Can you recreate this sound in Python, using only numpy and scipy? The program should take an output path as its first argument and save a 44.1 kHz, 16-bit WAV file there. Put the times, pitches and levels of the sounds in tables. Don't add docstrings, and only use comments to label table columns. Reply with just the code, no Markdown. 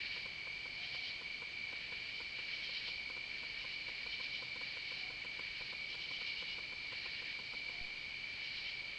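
import sys
import numpy as np
from scipy import signal
from scipy.fft import rfft, irfft
from scipy.io import wavfile

SR = 44100
rng = np.random.default_rng(int(sys.argv[2]) if len(sys.argv) > 2 else 0)


def bounce(signal):
    frames = np.transpose(np.atleast_2d(signal))
    limited = np.clip(frames, -1, 1)
    pcm = np.round(limited * 32767).astype(np.int16)
    wavfile.write(sys.argv[1], SR, pcm)


N = 396018
TIME = np.arange(N) / SR


def from_db(db):
    return 10 ** (np.asarray(db) / 20)


def rms_one(x):
    return x / np.sqrt(np.mean(x ** 2) + 1e-20)


def drift(rate_hz, count=4000):
    return np.interp(TIME * rate_hz, np.arange(count), rng.standard_normal(count))


def coloured(x, spectrum):
    hz, db = np.transpose(spectrum)
    log_bins = np.log(np.fft.rfftfreq(N, 1 / SR) + 1)
    gain = from_db(np.interp(log_bins, np.log(hz), db, left=-90, right=-90))
    return irfft(rfft(x) * rms_one(gain), N)


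def resonance(x, hz, width_hz):
    r = np.exp(-np.pi * width_hz / SR)
    zeros = np.array([1, 0, -1]) * (1 - r * r) / 2
    poles = [1, -2 * r * np.cos(2 * np.pi * hz / SR), r * r]
    return signal.lfilter(zeros, poles, x + 1e-18)


def swell(centre_s, length_s):
    out = np.zeros(N)
    near = slice(max(int((centre_s - length_s) * SR), 0), int((centre_s + length_s) * SR))
    out[near] = np.exp(-(2 * (TIME[near] - centre_s) / length_s) ** 4)
    return out


def syllables(phrases, period_s, length_s, rise_db):
    out = np.zeros(N)
    for first_s, count, db, *_ in phrases:
        for k in range(round(count)):
            level = from_db(db + rise_db * (k - (count - 1) / 2))
            out += level * swell(first_s + k * period_s, length_s)
    return out


def eased(x):
    return x * np.sin(np.pi / 2 * np.minimum(TIME / .004, 1)) ** 2


def trees(x, t60_s, wet_db, count=160):
    delays_s, echoes = rng.uniform(.008, .5, count), np.zeros(SR)
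    echoes[(delays_s * SR).astype(int)] = rng.standard_normal(count) * from_db(-60 * delays_s / t60_s)
    scattered = signal.fftconvolve(eased(x), echoes / np.linalg.norm(echoes))[:N]
    return x + from_db(wet_db) * scattered


def air(motor_hz=25.26, hiss_db=-59.0):
    # (frequency [Hz], relative density [dB])
    air_spectrum = [(20, 0), (60, -2.5), (150, -5.5), (300, -7), (700, -9.5), (1200, -11), (2500, -9),
                    (5000, -21.5), (6800, -25.5), (8200, -30.5), (8900, -40), (9600, -38.5), (11000, -47.5),
                    (15500, -48.5)]
    # (multiple of turning rate, mean level [dB])
    harmonics = [(1, -85.5), (2, -82), (3, -92), (4, -81), (5, -76), (6, -83), (7, -80.5)]
    turn = 2 * np.pi * np.cumsum(motor_hz * (1 + .003 * drift(2))) / SR
    hum = np.zeros(N)
    for k, db in harmonics:
        tone = rms_one(np.sin(round(k) * turn + rng.uniform(0, 2 * np.pi)))
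        hum += from_db(db + 2 * drift(2.8)) * tone
    return hum + from_db(hiss_db) * coloured(rng.standard_normal(N), air_spectrum)


def far_insects(syllable_s=0.1, period_s=0.114, murmur_db=-59, throb_db=1.2, bright_throb_db=0.88,
                throb_hz=18, bright_db=-2.0, wash_db=-54):
    # (centre of first syllable [s], syllables, level before throb [dB])
    deep_phrases = [(.035, 2, -50), (.85, 3, -54.5), (1.73, 4, -52.5), (2.4, 5, -52.5), (3.35, 4, -53),
                    (3.9, 4, -55.5), (4.65, 4, -53.5), (5.23, 2, -55), (5.46, 3, -53), (6.22, 3, -56),
                    (6.95, 4, -51), (8.23, 2, -57.5), (8.45, 3, -52.5), (8.92, 1, -56)]
    # (time [s], level [dB])
    bright_swell = [(0.0, -50), (0.15, -47.5), (0.42, -61.5), (1.1, -47), (1.25, -58.5), (2.54, -51),
                    (2.76, -47), (3.14, -55), (4.36, -50), (4.51, -52.5), (4.98, -50), (5.28, -57.5),
                    (5.71, -48.5), (5.76, -53.5), (6.3, -49.5), (6.73, -55), (7.03, -49), (8.27, -56.5),
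                    (8.6, -48), (8.95, -58)]
    # (frequency [Hz], relative density [dB])
    deep_wing = [(1200, -23.5), (1550, -8.5), (1850, 1.5), (2200, -3), (2600, 2.5), (2950, 3.5),
                 (3400, -6.5), (4200, -4), (4700, -12), (5400, -25)]
    bright_wing = [(2000, -19.5), (2900, -0.5), (3400, -8), (3700, -2), (4150, 4.5), (4650, 2), (5000, -6),
                   (5400, -11.5), (5750, -21), (6100, -35)]
    wash_spectrum = [(1400, -39), (2000, -5), (2400, 5), (2700, -7.5), (3050, -2.5), (3400, -7),
                     (3800, -8.5), (4300, -4.5), (4700, -8.5), (5000, -13.5), (5600, -22), (6300, -25),
                     (7200, -49)]

    calls = np.hypot(syllables(deep_phrases, period_s, syllable_s, rise_db=0), from_db(murmur_db))
    deep_throb = from_db(throb_db * drift(throb_hz))
    deep = calls * deep_throb * coloured(rng.standard_normal(N), deep_wing)
    swell_db = np.interp(TIME, *np.transpose(bright_swell))
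    bright_level = from_db(swell_db + bright_db + bright_throb_db * drift(throb_hz))
    bright = bright_level * coloured(rng.standard_normal(N), bright_wing)
    return deep + bright + from_db(wash_db) * coloured(rng.standard_normal(N), wash_spectrum)


def hoots():
    # (centre [s], length [s], mean pitch [Hz], peak level before echoes [dB])
    hoot_calls = [(.9, .36, 721, -69), (5.06, 0.2, 743, -66), (7.77, 0.16, 712, -66.5)]
    hoarse = 1 + .04 * drift(120)
    calls = np.zeros(N)
    for centre_s, length_s, hz, db in hoot_calls:
        tone = np.sin(2 * np.pi * np.cumsum(hz * hoarse) / SR)
        calls += from_db(db) * swell(centre_s, length_s) * tone
    return trees(calls, t60_s=0.37, wet_db=1.5)


def thump(start_s=7.812, step_db=-43.5, swing_hz=2.6, decay_s=0.065, knock_share=.25, knock_s=0.0017):
    age_s = np.maximum(TIME - start_s, 0)
    sink = np.exp(-age_s / decay_s) * np.cos(2 * np.pi * swing_hz * age_s)
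    knock = knock_share * np.exp(-age_s / knock_s)
    step = (age_s > 0) * (sink + knock)
    return from_db(step_db) * signal.sosfilt(signal.butter(2, 260, fs=SR, output="sos"), step)


def camera(tick_db=-52, spike_hz=503, stray_db=-3, fizz_db=1, count=6):
    ticks_s = [.171, .263, .474, 0.66, .951, 1.216, 1.426, 1.73, 1.926, 2.207, 2.393, 2.696, 2.887, 3.105,
               3.171, 3.438, 3.648, 3.888, 4.065, 4.204, 4.427, 4.564, 4.616, 4.771, 4.921, 5.105, 5.252,
               5.397, 5.614, 5.731, 5.95, 6.113, 6.217, 6.427, 6.586, 6.729, 6.927, 7.062, 7.224, 7.394,
               7.541, 7.695]
    # (frequency [Hz], width [Hz], gain [dB])
    spike_modes = [(170, 170, 32), (525, 480, 32), (1050, 1000, 32), (1583, 430, 29.5)]
    # (time [s], peak level [dB])
    tiny_clicks = [(.8455, -60), (.8694, -57), (5.5862, -50), (7.8121, -58)]

    spikes, clicks = np.zeros(N), np.zeros(N)
    for s in ticks_s:
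        places_s = (np.arange(count) - (count - 1) / 2) / spike_hz
        jitter_s = rng.normal(0, .00006, count)
        run_s = s + places_s * rng.normal(1, 0.02) + jitter_s
        spikes[(run_s * SR).astype(int)] += from_db(tick_db + rng.normal(0, 2.9, count))
        stray_s = s + rng.uniform(-.012, .008, 2)
        spikes[(stray_s * SR).astype(int)] += from_db(tick_db + stray_db)

    body = np.zeros(N)
    for k, (hz, width_hz, db) in enumerate(spike_modes):
        body += (-1) ** k * from_db(db) * resonance(spikes, hz, width_hz)
    body = signal.sosfilt(signal.butter(2, 2600, fs=SR, output="sos"), body)
    fizz_band = signal.butter(4, [6600, 8400], "band", fs=SR, output="sos")
    fizz = from_db(fizz_db) * signal.sosfilt(fizz_band, spikes)
    for s, db in tiny_clicks:
        clicks[int(s * SR)] = from_db(db)
    return body + fizz + clicks


def trill(hz, strokes_per_s, sag=.02, wander=.008, open_share=.85, waver_db=2.0, unsteady=0.10015):
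    pace = strokes_per_s * np.maximum(1 + unsteady * drift(20), .1)
    cycles = np.cumsum(pace) / SR + rng.random()
    strength, detune, start = rng.standard_normal((2000, 3))[cycles.astype(int)].T
    stroke = np.minimum(cycles % 1 / np.clip(open_share, .2, 1), 1)
    pitch_hz = hz * (1 + wander * detune - sag * (stroke - .5))
    tone = np.sin(2 * np.pi * np.cumsum(pitch_hz) / SR + np.pi * start)
    return rms_one(np.sin(np.pi * stroke) * tone * from_db(waver_db * strength))


def crickets(count=5):
    # (centre pitch [Hz], pitch spread [Hz], mean wing strokes [1/s], level [dB])
    cricket_kinds = [(2303, 66, 54, -47.5), (3003, 120, 55, -59.5), (4482, 230, 70, -60)]
    # (pitch [Hz], level [dB])
    thin_tones = [(4610, -68.5), (6328, -86.5)]
    out, places = np.zeros(N), np.linspace(-1, 1, count)
    for hz, spread_hz, strokes_per_s, db in cricket_kinds:
        paces = strokes_per_s * (1 + .25 * rng.permutation(places))
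        kind = np.zeros(N)
        for place, pace in zip(places, paces):
            kind += trill(hz + spread_hz * place, pace) * from_db(-3 * place ** 2)
        out += from_db(db) * rms_one(trees(kind, t60_s=0.44, wet_db=-8.5))
    for hz, db in thin_tones:
        narrow = resonance(resonance(rng.standard_normal(N), hz, 37), hz, 37)
        out += from_db(db) * rms_one(narrow)
    return out


def near_katydid(syllable_s=0.067, period_s=0.114, teeth_per_s=330, tooth_decay=3.6, scrape_db=-4.5,
                 ring_db=-3, echo_t60_s=.55):
    # (centre of first syllable [s], syllables, level before scrape_db or ring_db [dB], mean wing ring [Hz])
    near_phrases = [(.13, 1, -54, 2970), (.843, 3, -49, 3077), (2.174, 1, -52.5, 3000),
                    (2.537, 4, -47, 3020), (3.384, 1, -55.5, 3040), (3.61, 2, -50.5, 2925),
                    (4.128, 3, -48, 3058), (4.653, 1, -57, 2840), (4.89, 2, -54, 2966),
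                    (5.917, 3, -48, 3090), (6.284, 3, -46.5, 2930), (8.455, 3, -50, 3025)]
    # (frequency [Hz], relative density [dB])
    wing_spectrum = [(1200, -42), (1900, -15), (2600, -4), (3050, -2.5), (3300, -2), (3600, -2),
                     (4100, 0.5), (4650, -2.5), (5300, -7), (5700, -16.5), (6100, -22), (8000, -51)]

    tooth = np.cumsum(teeth_per_s * (1 + .2 * drift(60))) / SR % 1
    scrape = rms_one(np.exp(-tooth_decay * tooth) * rng.standard_normal(N))
    strokes = syllables(near_phrases, period_s, syllable_s, rise_db=0.6)
    starts_s, _, _, ring_hz = np.transpose(near_phrases)
    phrase = np.searchsorted(starts_s[1:] - syllable_s, TIME)
    pitch_hz = ring_hz[phrase] * (1 + .05 * drift(330))
    ring = rms_one(np.sin(2 * np.pi * np.cumsum(pitch_hz) / SR) * from_db(1.3 * drift(200)))
    rasp = from_db(scrape_db) * coloured(scrape * strokes, wing_spectrum)
    return trees(rasp + from_db(ring_db) * ring * strokes, t60_s=echo_t60_s, wet_db=-5.5)


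def scene():
    # (frequency [Hz], relative density [dB])
    side_spectrum = [(20, -42), (470, -43), (1280, -43), (1700, -20), (2080, -10), (2300, 5.5), (2580, -8),
                     (3020, -3.5), (3580, -9.5), (4500, -1.5), (6070, -23.5), (7900, -27.5), (9000, -46.5),
                     (15500, -50.5)]
    mid = air() + far_insects() + hoots() + thump() + camera() + crickets() + near_katydid()
    side = from_db(-65) * coloured(rng.standard_normal(N), side_spectrum)
    return np.array([mid + side, mid - side])


def record(dry, cutoff_hz=15750):
    return signal.sosfilt(signal.ellip(10, .1, 70, cutoff_hz, fs=SR, output="sos"), eased(dry))


dry = scene()
out = record(dry)
bounce(out)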